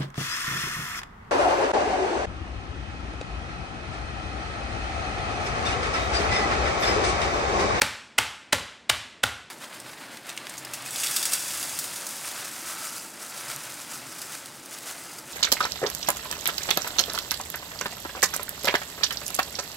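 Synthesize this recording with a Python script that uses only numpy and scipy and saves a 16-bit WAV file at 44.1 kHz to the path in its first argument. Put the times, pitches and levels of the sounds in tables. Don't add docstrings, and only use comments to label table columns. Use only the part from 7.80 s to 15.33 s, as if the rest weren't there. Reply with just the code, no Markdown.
import sys
import numpy as np
from scipy import signal
from scipy.fft import rfft, irfft, next_fast_len
from scipy.io import wavfile
from scipy.ndimage import uniform_filter1d, map_coordinates

SR = 44100
rng = np.random.default_rng(int(sys.argv[2]) if len(sys.argv) > 2 else 0)


def to_wav(sig):
    pcm = np.clip(np.atleast_2d(sig), -1, 1) * 32767
    pcm = np.round(pcm).astype(np.int16)
    wavfile.write(sys.argv[1], SR, pcm.T)


N = 332073
CUT_S = 1.7


def amp(db):
    return 10 ** (np.asarray(db) / 20)


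def unit(x):
    return x / np.sqrt(np.mean(x ** 2) + 1e-20)


def along(points, hz):
    f, v = np.transpose(points)
    return np.interp(np.log(hz + 1), np.log(f + 1), v)


def curves(rows):
    s, *cols = np.transpose(rows)
    return [np.interp(np.arange(N) / SR, s, c) for c in cols]


def wobble(rate):
    knots = rng.standard_normal(int(N * rate / SR) + 4)
    return map_coordinates(knots, [np.arange(N) * rate / SR])


def filtered(x, response):
    m = next_fast_len(x.shape[-1] + SR // 4)
    return irfft(rfft(x, m) * response(np.fft.rfftfreq(m, 1 / SR)), m)[..., :x.shape[-1]]


def coloured(x, spectrum):
    return unit(filtered(x, lambda hz: amp(along(spectrum, hz))))


def crackle(size, spread_db, grain_s):
    step_s = .0004
    knots = rng.standard_normal(int(size / SR / step_s) + 4)
    grain = np.interp(np.arange(size) / SR / step_s, np.arange(len(knots)), knots)
    grain = unit(uniform_filter1d(grain, max(1, round(grain_s * SR))))
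    return unit(amp(spread_db * grain) * rng.standard_normal(size))


def ring(hz, t60, t):
    return amp(-60 * t / t60) * np.sin(2 * np.pi * hz * t)


# freq_hz, t60_s
ROOM_DECAY = [(150, 0.38), (420, 0.42), (1100, 0.62), (2900, 0.65), (7700, 0.6), (15000, 0.28)]
# freq_hz, level_db
ECHO_COLOUR = [(100, 11), (400, 4.5), (1500, -1), (4000, -2.5), (9000, -3), (16000, -2.5)]


def kitchen(x, gap_s):
    hz, t, z = signal.stft(rng.standard_normal(SR // 2), SR, nperseg=256)
    fade_db = along(ECHO_COLOUR, hz)[:, None] - 60 * t / along(ROOM_DECAY, hz)[:, None]
    tail = signal.istft(z * amp(fade_db), SR, nperseg=256)[1]
    tail *= np.arange(len(tail)) / SR > gap_s
    return signal.fftconvolve(x, tail / np.linalg.norm(tail))[:len(x)]


# freq_hz, level_db
AIR = [(18, -64), (30, -19), (163, -15), (234, -9), (326, -14.5), (414, -15), (2310, -22.5), (9000, -41),
       (11700, -75), (19800, -120)]


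def still_air():
    return amp(-56.0) * coloured(rng.standard_normal(N), AIR)


# freq_hz, level_db
HUM = [(100, -22), (170, -3), (220, 1), (330, 3.5), (415, -5), (592, -1.5), (751, -8.5), (900, 1.5),
       (1170, -50), (1980, -120)]
# freq_hz, level_db
RUMBLE = [(15, -65), (25, -35), (39, -13), (102, -10.5), (123, 2.5), (170, -3.5), (220, -51), (370, -120)]
# time_s, level_db
RUMBLE_LEVEL = [(1.75, -62.5), (2.4, -66.5), (2.85, -57.5), (3.3, -61), (4.0, -59), (5.1, -63), (6.0, -60),
                (7.5, -62.5)]


def hum():
    drone = amp(-51.5 + 0.55 * wobble(6.4)) * coloured(rng.standard_normal(N), HUM)
    rumble_db = curves(RUMBLE_LEVEL)[0] + 2 * wobble(4)
    return drone + amp(rumble_db) * coloured(rng.standard_normal(N), RUMBLE)


# time_s, surge_db over the stream
SHAKES = [(1.703, 10), (1.832, 7), (1.958, 6.5), (2.095, 8.5), (2.219, 5), (2.343, 6), (2.49, 9),
          (2.725, 1), (3.073, 3), (3.175, 3.5), (3.265, 1.5), (3.448, -2.5), (3.538, 4.5), (4.478, 4),
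          (4.62, 1.5), (4.899, 5), (5.041, 4.5), (5.166, 1.5), (5.43, 4), (5.566, 5), (5.715, 7),
          (5.853, 3), (5.99, 3), (6.136, 6), (6.537, 5.5), (6.932, 6.5), (7.088, 7), (7.527, 6)]


def surges():
    t, ramp_in_s, ramp_out_s = np.arange(N) / SR, 0.05, 0.055
    return sum(db * np.interp(t, [s - ramp_in_s, s, s + ramp_out_s], [0, 1, 0]) for s, db in SHAKES)


# freq_hz, level_db
RUSTLE = [(240, -55), (400, -8.5), (484, -10), (598, -3.5), (1000, -2.5), (1330, -1.5), (1530, -0.5),
          (3310, -6.5), (5000, -8.5), (6500, -34), (11000, -120)]


def bag_rustle(rustle_db, clumps):
    level_db = rustle_db + 0.21 * clumps + 1.2 * wobble(25)
    return amp(level_db) * coloured(crackle(N, 1.6, 0.0057), RUSTLE)


def pings(rate):
    when, pitch, size = rng.random((int(rate * N / SR), 3)).T
    t = np.arange(300) / SR
    hz = 2000 * 5.5 ** pitch[:, None]
    grains = amp(-4.5 * np.log(size[:, None] + 0.03)) * ring(hz, 45 / hz, t)
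    places = (when[:, None] * N).astype(int) + np.arange(len(t))
    return unit(np.bincount(places.ravel(), grains.ravel())[:N])


# freq_hz, level_db
PATTER = [(1180, -17), (2000, -12.5), (2660, -11), (3140, -11), (4970, -5), (5570, -2), (8660, 0),
          (13600, -7), (15900, -10)]


def patter(patter_db, clumps):
    ticks = crackle(N, 2.3, 0.01) + 0.87 * crackle(N, 4.8, 0.00062) + .65 * pings(1200)
    return amp(patter_db + clumps) * coloured(ticks, PATTER)


# start_s, level_db, body_db at 1300 Hz before the mix, t60_s, ping_hz
LANDINGS = [(1.842, -20.5, -8, 0.034, 3130), (2.001, -21.5, -27, 0.031, 8450),
            (2.371, -20.5, -5.5, 0.025, 2010), (2.4925, -17, -9, 0.043, 3680),
            (2.501, -22, -17, 0.027, 2650), (2.566, -22, -25, 0.012, 9000), (2.576, -15.5, -3, 0.027, 2910),
            (2.6692, -21.5, 7.5, 0.018, 3000), (2.6948, -19, -22, 0.077, 8850),
            (2.7397, -24, -15, 0.03, 2160), (2.757, -28, -15, 0.02, 5000), (2.771, -25, -21, 0.02, 6640),
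            (2.7793, -17, -24, 0.07, 6640), (2.8494, -17.5, -12, 0.029, 5000),
            (2.9353, -13, -19, 0.1, 2680), (3.022, -24, -15, 0.03, 7800), (3.061, -18, -20, 0.033, 2500),
            (3.1078, -13, -23, 0.014, 7960), (3.1595, -14, -11, 0.04, 3680), (3.2348, -11, -5, 0.095, 6500),
            (3.2636, -17, -3, 0.044, 4600), (3.3114, -17, -15, 0.03, 8600), (3.3634, -6, -17, 0.08, 8370),
            (3.4275, -9, -14, 0.066, 7800), (3.454, -7.5, -15, 0.062, 7530), (3.464, -15, -16, 0.059, 7260),
            (3.521, -15, -14, 0.052, 8300), (3.5341, -2.5, -21, 0.034, 8500), (3.706, -17, -3, 0.036, 8370),
            (3.8278, -13.5, -12, 0.054, 4900), (3.9893, -10, -28, 0.09, 7800),
            (4.041, -16.5, -13, 0.079, 8850), (4.1607, -17.5, -13, 0.033, 6840),
            (4.267, -12.5, -35, 0.039, 7960), (5.941, -23.5, -21, 0.033, 7300),
            (6.4166, -18.5, -19, 0.09, 7690), (6.52, -26, -14, 0.09, 8600), (6.6583, -21, -11, 0.03, 8350),
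            (6.8592, -23, -17, 0.03, 9500), (6.9103, -26, -20, 0.024, 6670),
            (6.986, -22.5, -11, 0.033, 8550), (7.385, -22, -28, 0.071, 4900)]
# time_s, level_db
TICK_AIR = [(2.6, -10), (3.2, -3.5)]


def landings():
    out, t = np.zeros(N + SR), np.arange(4096) / SR
    crest_db, ping_db = 10.5, -5.5
    for s, db, body_db, t60, ping_hz in LANDINGS:
        envelope = amp(-60 * t / max(t60, .003)) + 0.89 * amp(-60 * t / 0.0015)
        rattle = envelope * crackle(len(t), 0.72, 0.00068)
        treble_db = np.interp(s, *np.transpose(TICK_AIR))
        tilt = [(500, body_db - 31), (1300, body_db), (2600, body_db + 10.5),
                (5500, 0), (8500, 0), (12500, treble_db)]
        tick = filtered(rattle, lambda hz: amp(along(tilt, hz)))
        tick += amp(ping_db) * ring(ping_hz, 0.034, t)
        out[round(s * SR):][:len(t)] += amp(db - crest_db) * tick
    return out[:N]


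# freq_hz, width_hz, level_db
PAN = [(1330, 130, -9), (1700, 120, -8), (2660, 54, -2), (3400, 70, -2), (3670, 49, -3), (4660, 48, 0),
       (5000, 96, 0), (5630, 38, -4), (6700, 47, -4), (7660, 42, -2), (7860, 84, -2), (8550, 71, 0),
       (8830, 63, -2), (9210, 68, -5), (9630, 150, -6), (9980, 25, -5), (10400, 160, -6), (13300, 86, -11)]
# freq_hz, width_hz, level_db
LOADED = [(1330, 140, 1), (4950, 160, -2)]
# time_s, drive (0-1)
STEEL_DRIVE = [(1.7, 0.4), (2.8, 0.16), (3.3, 1), (3.9, 0.52), (4.6, 0.38), (5.3, 0), (7.53, 0)]


def steel(modes):
    def response(hz):
        total = 0
        for k, (centre, width, db) in enumerate(modes):
            resonance = 1j * hz * width / (centre * centre - hz * hz + 1j * hz * width)
            total = total + (-1) ** k * amp(db) * resonance
        return total
    return response


def pan_ring(taps):
    drive, = curves(STEEL_DRIVE)
    spots = rng.standard_normal(N)
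    rung = amp(10) * filtered(drive * taps * spots, steel(PAN))
    heaped = np.clip((np.arange(N) / SR - 3.6) / 1.4, 0, 1)
    heap_taps = heaped * amp(2.1 * wobble(6)) * taps * rng.standard_normal(N)
    return rung + amp(6) * filtered(heap_taps, steel(LOADED))


# time_s, patter_db, rustle_db
FLOW = [(1.7, -51.5, -49.5), (2.42, -53, -48), (2.64, -48.5, -44.5), (2.78, -49, -45), (3.02, -44.5, -43.5),
        (3.13, -39.5, -45.5), (3.22, -30.5, -40.5), (3.67, -33.5, -41.5), (3.81, -34.5, -42.5),
        (4.38, -38, -43), (4.83, -39.5, -43), (5.17, -37.5, -47.5), (5.35, -46.5, -49), (5.63, -40.5, -44),
        (6.07, -43, -48), (6.45, -41.5, -46.5), (6.86, -49, -50), (7.03, -42.5, -46), (7.39, -44, -48.5),
        (7.44, -48.5, -49.5), (7.53, -44.5, -49)]


def pour():
    patter_db, rustle_db = curves(FLOW)
    surge_db = surges()
    clumps = 0.9 * wobble(40)
    taps = patter(patter_db + surge_db, clumps) + landings()
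    bag = bag_rustle(rustle_db + 0.84 * surge_db, clumps)
    dry = (np.arange(N) / SR > CUT_S) * (taps + pan_ring(taps) + bag)
    return dry + amp(-11.5) * kitchen(dry, 0.002)


# start_s (first contact), level_db, four counter mode levels_db,
# boom_db against the blow, crush_s (time scale of the crunch), echo_lift_db (doubled at 3300 Hz)
BLOWS = [(0.0154, -2.5, -26, -11, -14, -26, -30.5, 0.0086, 1.3),
         (0.382, -2.5, -27.5, -46, -13.5, -28, -30, 0.0094, 1.2),
         (0.7261, -1, -23.5, -8, -19.5, -23, -29, 0.0092, 2.6),
         (1.095, -3, -31.5, -32, -24, -10, -26.5, 0.009, 2.3),
         (1.4339, -4, -28, -29, -17, 0.5, -23.5, 0.0085, 1.4)]
# freq_hz, level_db
CRUNCH = [(180, -60), (300, -22.5), (1400, -4.5), (1950, -5), (2630, -7), (3270, -8), (7010, -15.5),
          (7620, -14.5), (11000, -19), (15800, -28.5)]
# freq_hz, level_db, t60_s
COUNTER = [(279.5, -5, 0.09), (582, -5.5, 0.025), (858, -0.5, 0.034), (1418, -6.5, 0.021)]
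# freq_hz, signed strength at the microphone, t60_s
BOOM = [(59.6, -.18, .4), (79, .4, .36), (103, .31, .38), (112.6, 1, .205), (120.9, .19, .39)]


def room_boom(t):
    lag = np.maximum(t - .0116, 0)
    return (1 - np.exp(-lag / .025)) * sum(g * ring(hz, t60, lag) for hz, g, t60 in BOOM)


def pin():
    out, t = np.zeros(N + SR), np.arange(SR // 2) / SR
    for s, db, *spot_db, boom_db, crush_s, lift_db in BLOWS:
        u = (t - .003) / crush_s
        rise_db = -26 * np.abs(1 - np.minimum(u / 0.58, 1)) ** 1.74
        swell = amp(rise_db - 30.3 * np.maximum(u - .8, 0))
        crunch = 0.38 * swell * coloured(crackle(len(t), 2.7, 0.00099), CRUNCH)

        late = np.maximum(t - .003 - 0.89 * crush_s, 0)
        knock = sum(amp(level + mode_db) * ring(hz, t60, late)
                    for level, (hz, mode_db, t60) in zip(spot_db, COUNTER))

        lift = [(1500, 0), (3300, 2 * lift_db), (9000, 0)]
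        click = 1. * (t == t[430])
        even = filtered(click, lambda hz: amp(along(CRUNCH, hz) + along(lift, hz)))
        even *= np.linalg.norm(crunch) / np.linalg.norm(even)
        echo = amp(-11.0) * kitchen(even, 0.0094)
        echo += amp(-12.5) * kitchen(knock, 0.002)
        echo += amp(-13.5) * kitchen(crunch, 0.0037)

        settle = amp(-25.5 - 60 * late / 0.22) * (late > 0) * coloured(crackle(len(t), 4.4, 0.0018), CRUNCH)
        blow = crunch + knock + echo + settle + amp(boom_db) * room_boom(t)
        out[round((s - .005) * SR):][:len(t)] += amp(db) * blow
    return out[:N]


def scene():
    first = np.arange(N) / SR < CUT_S
    mono = np.where(first, pin() + still_air(), pour() + hum())
    return np.array([mono, mono])


def record(dry):
    top_hz, bass_hz = 15900, 56.5
    rounded = dry / (1 + np.abs(dry / .72) ** 4) ** (1 / 4)

    def band(hz):
        return np.clip((top_hz - hz) / 200 + .5, 0, 1) / np.sqrt(1 + (bass_hz / (hz + 1)) ** 8)
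    return filtered(rounded, band)


dry = scene()
out = record(dry)
to_wav(out)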